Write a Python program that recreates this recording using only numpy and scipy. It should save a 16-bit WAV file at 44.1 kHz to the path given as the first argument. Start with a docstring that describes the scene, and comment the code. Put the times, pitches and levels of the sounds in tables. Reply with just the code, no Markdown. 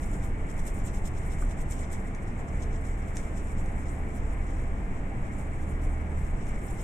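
"""Hands rub together in a curtained room: brisk palm strokes first, softer wringing later.
Each stroke of skin on skin is a swell of tiny slips. Cupped palms squeeze out one puff of air,
and now and then damp skin parts with a tick. Air conditioning rumbles and hums throughout,
its vent hissing from the right, under a faint high hiss. Heard at two microphone ports."""
import sys
import numpy as np
from scipy import signal
from scipy.fft import rfft, irfft
from scipy.io import wavfile

SR = 44100
rng = np.random.default_rng(int(sys.argv[2]) if len(sys.argv) > 2 else 0)


def wrap_up_sound(samples):
    """Save the sound to the file named by the first command line argument, as 16-bit audio."""
    columns = np.atleast_2d(samples).T
    # keep every value between -1 and 1, then stretch to whole-number steps
    tamed = np.clip(columns, -1, 1)
    steps = np.round(tamed * 32767).astype(np.int16)
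    wavfile.write(sys.argv[1], SR, steps)


N = 301551
TIME_S = np.arange(N) / SR
FREQ_HZ = np.maximum(np.arange(N // 2 + 1) * SR / N, 1)

# ventilation rumble: freq_hz, density_db_per_hz
RUMBLE_SPECTRUM = [(4, -72), (13, -44), (21, -49), (30, -47), (46, -55), (64, -58), (120, -58), (155, -65),
                   (230, -65.5), (370, -71), (520, -74.5), (850, -78.5), (1400, -81.5), (2200, -83.5),
                   (2650, -91.5), (4500, -112)]
# duct and room resonances: centre_hz, width_hz, lift_db
DUCT_MODES = [(49.7, 4.2, 7.5), (97.5, 4.7, -1), (140.8, 1.16, 7.5), (187.5, 24.7, 5.5), (274.3, 5.4, 2.5),
              (299.3, 14, 4), (438.3, 10.5, 4.5), (675, 61, 4.5), (791, 30, 7), (881, 13.5, 8),
              (1038, 6.7, 5.5)]
# direct vent hiss: freq_hz, density_db_per_hz
VENT_SPECTRUM = [(500, -100), (1000, -90), (1350, -88), (1800, -86.5), (2250, -83.5), (2450, -96),
                 (3000, -112)]
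# blower hum, with brief dips and a late swell: time_s, level_db
HUM_LEVELS = [(0.0, -38.5), (0.6, -45), (0.78, -50), (1.0, -38.5), (1.6, -41.5), (2.1, -39.5), (2.3, -49),
              (2.6, -38.5), (3.1, -39.5), (4.2, -38), (4.9, -38), (5.15, -45.5), (5.65, -35), (6.25, -35.5),
              (6.5, -48.5), (6.84, -38.5)]
# faint high hiss: freq_hz, density_db_per_hz
HISS_SPECTRUM = [(4500, -118), (5400, -109), (6500, -106), (7700, -102), (9000, -106.5), (10200, -114),
                 (11500, -114), (12600, -116), (13200, -145)]
# sliding skin: freq_hz, gain_db
SKIN_SPECTRUM = [(1200, -28), (3200, -1), (4000, -5.5), (4550, -16), (5400, 1.5), (6100, 0.5), (7400, 8),
                 (8500, 4.5), (9600, -1.5), (10500, -8.5), (11700, -10), (13000, -11), (14200, -9),
                 (15500, -21)]
# light rubbing between strokes: time_s, level_db
CONTACT_LEVELS = [(0.0, -66), (0.4, -69), (0.7, -65), (2.3, -73.5), (3.1, -75), (4.3, -67.5), (4.8, -71),
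                  (5.2, -69), (6.05, -70), (6.84, -66)]
# hand strokes: centre_s, level_db, half_length_s, brightness_db
HAND_STROKES = [(0.037, -55, 0.023, 4.0), (0.137, -55.5, 0.027, 0.5), (0.25, -55, 0.017, 5),
                (0.507, -57.5, 0.021, 0), (0.592, -55, 0.017, 2), (0.677, -48, 0.013, 1),
                (0.768, -55, 0.026, 2.5), (0.869, -46, 0.012, -3), (0.953, -54, 0.02, 2.5),
                (1.066, -46.5, 0.0087, -2), (1.188, -56, 0.02, 0), (1.262, -60, 0.019, 4),
                (1.328, -55.5, 0.029, 1), (1.415, -52, 0.019, -1), (1.51, -57, 0.02, -2),
                (1.607, -51, 0.015, -1), (1.722, -47, 0.014, -1), (1.807, -50, 0.021, -6),
                (1.933, -46.5, 0.01, -3), (1.995, -62, 0.022, 3), (2.078, -57, 0.011, -2),
                (2.229, -60.5, 0.011, -3), (2.283, -64, 0.015, -1), (2.394, -58.5, 0.016, 0),
                (2.486, -61.0, 0.007, -9), (2.55, -59.5, 0.02, -2), (2.63, -54.5, 0.017, -1),
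                (2.742, -59, 0.013, -15), (2.783, -63, 0.017, 0), (2.87, -57.0, 0.031, 0.5),
                (2.936, -63, 0.023, -7), (2.995, -63, 0.018, 0.0), (3.082, -61, 0.022, 0),
                (3.157, -57, 0.0071, 2), (3.184, -54, 0.012, -6), (3.24, -59, 0.063, -1),
                (3.375, -53, 0.015, -3), (3.46, -58.5, 0.023, 0.0), (3.513, -59.5, 0.018, 0),
                (3.596, -53.5, 0.013, -3), (3.684, -63.5, 0.048, 0), (3.81, -60.5, 0.025, 1),
                (3.898, -56, 0.016, -2), (3.948, -63, 0.035, 3), (4.1, -65, 0.023, -1),
                (4.159, -58.5, 0.016, 4.5), (4.325, -62.0, 0.0091, 6), (4.61, -62, 0.034, 1),
                (5.337, -63, 0.01, -1.0), (5.402, -61, 0.04, 3.5), (5.544, -63.5, 0.031, 2),
                (5.631, -62, 0.013, 1), (5.698, -59, 0.018, 3.5), (5.84, -59, 0.016, 3),
                (5.92, -62, 0.032, 2), (6.188, -63, 0.03, 4), (6.27, -66, 0.031, 5),
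                (6.404, -63, 0.038, -4), (6.483, -60, 0.035, -1), (6.574, -70, 0.029, -6),
                (6.652, -62, 0.028, 8), (6.71, -57, 0.024, 3), (6.758, -67, 0.021, 3.0),
                (6.82, -55, 0.036, 1)]
# air squeezed from cupped palms: start_s, pitch_hz, dry_peak_db, t60_s
PALM_PUFFS = [(1.422, 1290, -36.5, 0.066)]
# damp skin parting: start_s, dry_peak_db
SKIN_TICKS = [(2.149, -39), (2.3937, -47), (2.4856, -48), (2.6227, -44), (3.158, -39), (3.1692, -25.5),
              (3.66, -43), (6.469, -44)]
# modes of the hollow between the hands: pitch_hz, gain_db, t60_s
HOLLOW_MODES = [(1820, -6.5, .007), (2390, -8, 0.0046), (3550, -12.5, 0.0064), (5990, -1.5, 0.0039),
                (6570, 0.5, 0.005), (7300, -6, .006), (8600, -1.5, 0.0043), (13400, -14, .0015)]
# room field at the two ports: freq_hz, correlation
PORT_CORRELATION = [(40, 0.99), (64, 0.98), (85, 0.88), (130, 0.97), (290, 0.84), (600, 0.65), (800, 0.24),
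                    (1050, 0.1), (1500, -0.49), (2200, 0.3), (3000, -0.023), (4200, -0.011), (5200, 0.13),
                    (6600, 0.21), (7900, 0.99), (8900, 0.8), (10300, 0.82), (12400, 0.93), (14000, 0.71)]
# port colouring: freq_hz, left_minus_right_db
PORT_BALANCE = [(55, -0.5), (66, -1.5), (80, -0.5), (300, 0), (700, -1.5), (1200, 1.5), (1900, 3.5),
                (2400, 2), (2900, -5), (3900, 0), (4800, -3.5), (5300, 4), (6100, 0), (7150, 3), (8500, -2),
                (10500, 0)]


def amp(db):
    """Decibels to gain."""
    return 10 ** (np.asarray(db) / 20)


def unit_rms(x):
    """Scale to rms 1."""
    return x / np.sqrt(np.mean(x ** 2))


def curve(points):
    """Interpolate (freq_hz, value) points over log frequency."""
    hz, value = np.transpose(points)
    return np.interp(np.log(FREQ_HZ), np.log(hz), value)


def colour(x, gain_db):
    """Minimum-phase filter."""
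    cepstrum = irfft(gain_db * np.log(10) / 20, N)
    cepstrum[1:N // 2] *= 2
    cepstrum[N // 2:] = 0
    return irfft(rfft(x) * np.exp(rfft(cepstrum)), N)


def noise(density_db_per_hz):
    """Gaussian noise of the given spectrum."""
    return irfft(rfft(rng.standard_normal(N)) * amp(density_db_per_hz), N) * np.sqrt(SR / 2)


def drift(rate_hz):
    """Smooth random motion, rms 1."""
    return unit_rms(irfft(rfft(rng.standard_normal(N)) * np.exp(-(FREQ_HZ / rate_hz) ** 2), N))


def pan(left_minus_right_db):
    """Left and right gains."""
    return amp(np.array([[left_minus_right_db], [-left_minus_right_db]]) / 2)


def diffuse(a, b):
    """Two unrelated signals become one field reaching the ports from all sides."""
    correlation = np.clip(curve(PORT_CORRELATION), -.999, .999)
    mid = rfft(a) * np.sqrt((1 + correlation) / 2)
    side = rfft(b) * np.sqrt((1 - correlation) / 2)
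    return irfft(np.array([mid + side, mid - side]), N)


def room(x, t60_s, wet_db):
    """Short reflections from curtains, table and walls."""
    age_s = TIME_S[:SR // 2]
    tails = rng.standard_normal((2, len(age_s))) * amp(-60 * age_s / t60_s) * (age_s > .002)
    tails /= np.sqrt(np.sum(tails ** 2, axis=1, keepdims=True))
    return amp(wet_db) * diffuse(*(signal.fftconvolve(x, tail)[:N] for tail in tails))


def rumble():
    """Turbulence rings the ducts and the room."""
    lift_db = sum(db / (1 + (2 * (FREQ_HZ - hz) / width_hz) ** 2) for hz, width_hz, db in DUCT_MODES)
    rolloff_db = 21 * np.log2(np.maximum(FREQ_HZ / 4500, 1))
    spectrum_db = curve(RUMBLE_SPECTRUM) + lift_db - rolloff_db
    return diffuse(noise(spectrum_db), noise(spectrum_db)) * amp(0.26 * drift(13))


def vent(lag_samples=17):
    """Air hisses from the vent and reaches the right port first."""
    rolloff_db = 24 * np.log2(np.maximum(FREQ_HZ / 3000, 1))
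    air = noise(curve(VENT_SPECTRUM) - rolloff_db) * amp(2.3 * drift(26))
    return np.array([np.roll(air, lag_samples), air])


def blower(hum_hz=75, throb_hz=30.34):
    """The fan's tone wavers in pitch and level over a deep, uneven machinery throb."""
    hum = unit_rms(np.sin(2 * np.pi * np.cumsum(hum_hz + 0.3 * drift(1.4)) / SR))
    throb = unit_rms(np.sin(2 * np.pi * np.cumsum(throb_hz + 1.074 * drift(2.77)) / SR))
    hum_db = np.interp(TIME_S, *np.transpose(HUM_LEVELS)) + drift(6.3)
    throb_db = -38.5 + 4.5 * drift(3.9)
    return pan(-2) * amp(hum_db) * hum + amp(throb_db) * throb


def hiss():
    """A thin hiss flickers high above the rumble."""
    spectrum_db = curve(HISS_SPECTRUM)
    return diffuse(noise(spectrum_db), noise(spectrum_db)) * amp(1.3 * drift(31))


def slips(spread_db, spectrum):
    """Dense skin slips of unequal size, scattered to both ports by the curtains."""
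    layers = []
    for _ in range(2):
        grains = rng.standard_normal(N) * amp(spread_db * np.minimum(rng.standard_normal(N), 2))
        layers.append(colour(grains, curve(spectrum)))
    return unit_rms(diffuse(*layers))


def crackle(low_hz=5500, high_hz=13500, decay_cycles=6.3, spread_db=18, count=3000):
    """Tiny bubbles in the moist film burst, each with its own pitch, size and place."""
    out, age_s = np.zeros((2, N)), TIME_S[:SR // 200]
    for when, pitch, size, place in rng.random((count, 4)):
        hz = low_hz + pitch * (high_hz - low_hz)
        start = int(when * (N - len(age_s)))
        pop = np.sin(2 * np.pi * hz * age_s) * np.exp(-hz * age_s / decay_cycles)
        out[:, start:start + len(age_s)] += pan(10 * (place - .5)) * amp(spread_db * size) * pop
    return unit_rms(out)


def stroke_powers(contact_brightness_db=-4, cup_share=0.36):
    """Low, mid and high band power: each stroke swells and dies with the hand's speed."""
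    contact = amp(np.interp(TIME_S, *np.transpose(CONTACT_LEVELS)) + 3 * drift(7.4)) ** 2
    low, mid, high = contact.copy(), contact.copy(), contact * amp(contact_brightness_db) ** 2
    for centre_s, level_db, half_length_s, brightness_db in HAND_STROKES:
        distance = np.minimum(np.abs(TIME_S - centre_s) / half_length_s, 20)
        power = amp(level_db) ** 2 * np.exp(-distance ** 1.3)
        low += power * amp(-cup_share * brightness_db) ** 2  # duller, cupped strokes gain lows
        mid += power
        high += power * amp(brightness_db) ** 2
    return low, mid, high


def rubbing(low_hz=6550, high_hz=8900, sizzle_hz=12900, brisk_db=-58.5, flutter_db=1.6):
    """Skin ridges catch and slip; the changing cup of the hands tilts the colour."""
    low_power, mid_power, high_power = stroke_powers()
    effort = np.sqrt(mid_power / mid_power.max())
    rasp = slips(spread_db=10, spectrum=[(900, -7), (3200, -22), (4500, 7), (6000, -4), (14000, -10)])
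    skin = slips(spread_db=3.5, spectrum=SKIN_SPECTRUM)
    skin += effort * (amp(-17) * rasp + amp(-8) * crackle())
    low = irfft(rfft(skin) / (1 + (FREQ_HZ / low_hz) ** 20), N)
    high = irfft(rfft(skin) / (1 + (high_hz / FREQ_HZ) ** 20), N)
    mid = skin - low - high
    sizzle = irfft(rfft(high) / (1 + (sizzle_hz / FREQ_HZ) ** 60), N)
    gentleness = 1 / (1 + (high_power / amp(brisk_db) ** 2) ** 2)
    high -= gentleness * sizzle  # only brisk strokes keep the sizzle
    out = np.sqrt(low_power) * amp(3 * drift(26)) * low
    out += np.sqrt(mid_power) * mid
    out += np.sqrt(high_power) * amp(2.5 * drift(45)) * high
    out *= amp(-0.36 + flutter_db * drift(110))
    return out + room(out.mean(axis=0), t60_s=0.063, wet_db=-5)


def puff(half_width_hz=230):
    """The hollow between the palms rings briefly as it closes."""
    out = np.zeros(N)
    for start_s, pitch_hz, peak_db, t60_s in PALM_PUFFS:
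        age_s = TIME_S - start_s
        push = rng.standard_normal(N) * (age_s > 0) * amp(-60 * np.abs(age_s) / t60_s)
        resonance_db = -20 * np.log10(1 + ((FREQ_HZ - pitch_hz) / half_width_hz) ** 2)
        ring = colour(push, resonance_db)
        out += amp(peak_db) * ring / np.abs(ring).max()
    return out + room(out, t60_s=0.12, wet_db=-1)


def ticks(attack_s=0.00039):
    """A moist film snaps and rings the hollow between the hands for a few milliseconds."""
    out, age_s = np.zeros(N), TIME_S[:SR // 20]
    ring = sum(amp(db - 60 * age_s / t60_s) * np.sin(2 * np.pi * hz * age_s)
               for hz, db, t60_s in HOLLOW_MODES)
    snap = ring * (1 - np.exp(-age_s / attack_s))
    for start_s, peak_db in SKIN_TICKS:
        start = int(start_s * SR)
        out[start:start + len(age_s)] += amp(peak_db) * snap / np.abs(snap).max()
    return out + room(out, t60_s=0.14, wet_db=-2.5)


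def scene():
    """Hands over steady air conditioning."""
    return rumble() + vent() + blower() + hiss() + rubbing() + puff() + ticks()


def record(dry):
    """Each port tints the sound; a low-pass cuts the top."""
    tint_db = curve(PORT_BALANCE) / 2
    tinted = irfft(rfft(dry) * amp([tint_db, -tint_db]), N)
    cutoff_hz = 15300
    return signal.sosfilt(signal.ellip(8, .2, 70, cutoff_hz, fs=SR, output="sos"), tinted)


dry = scene()
out = record(dry)
wrap_up_sound(out)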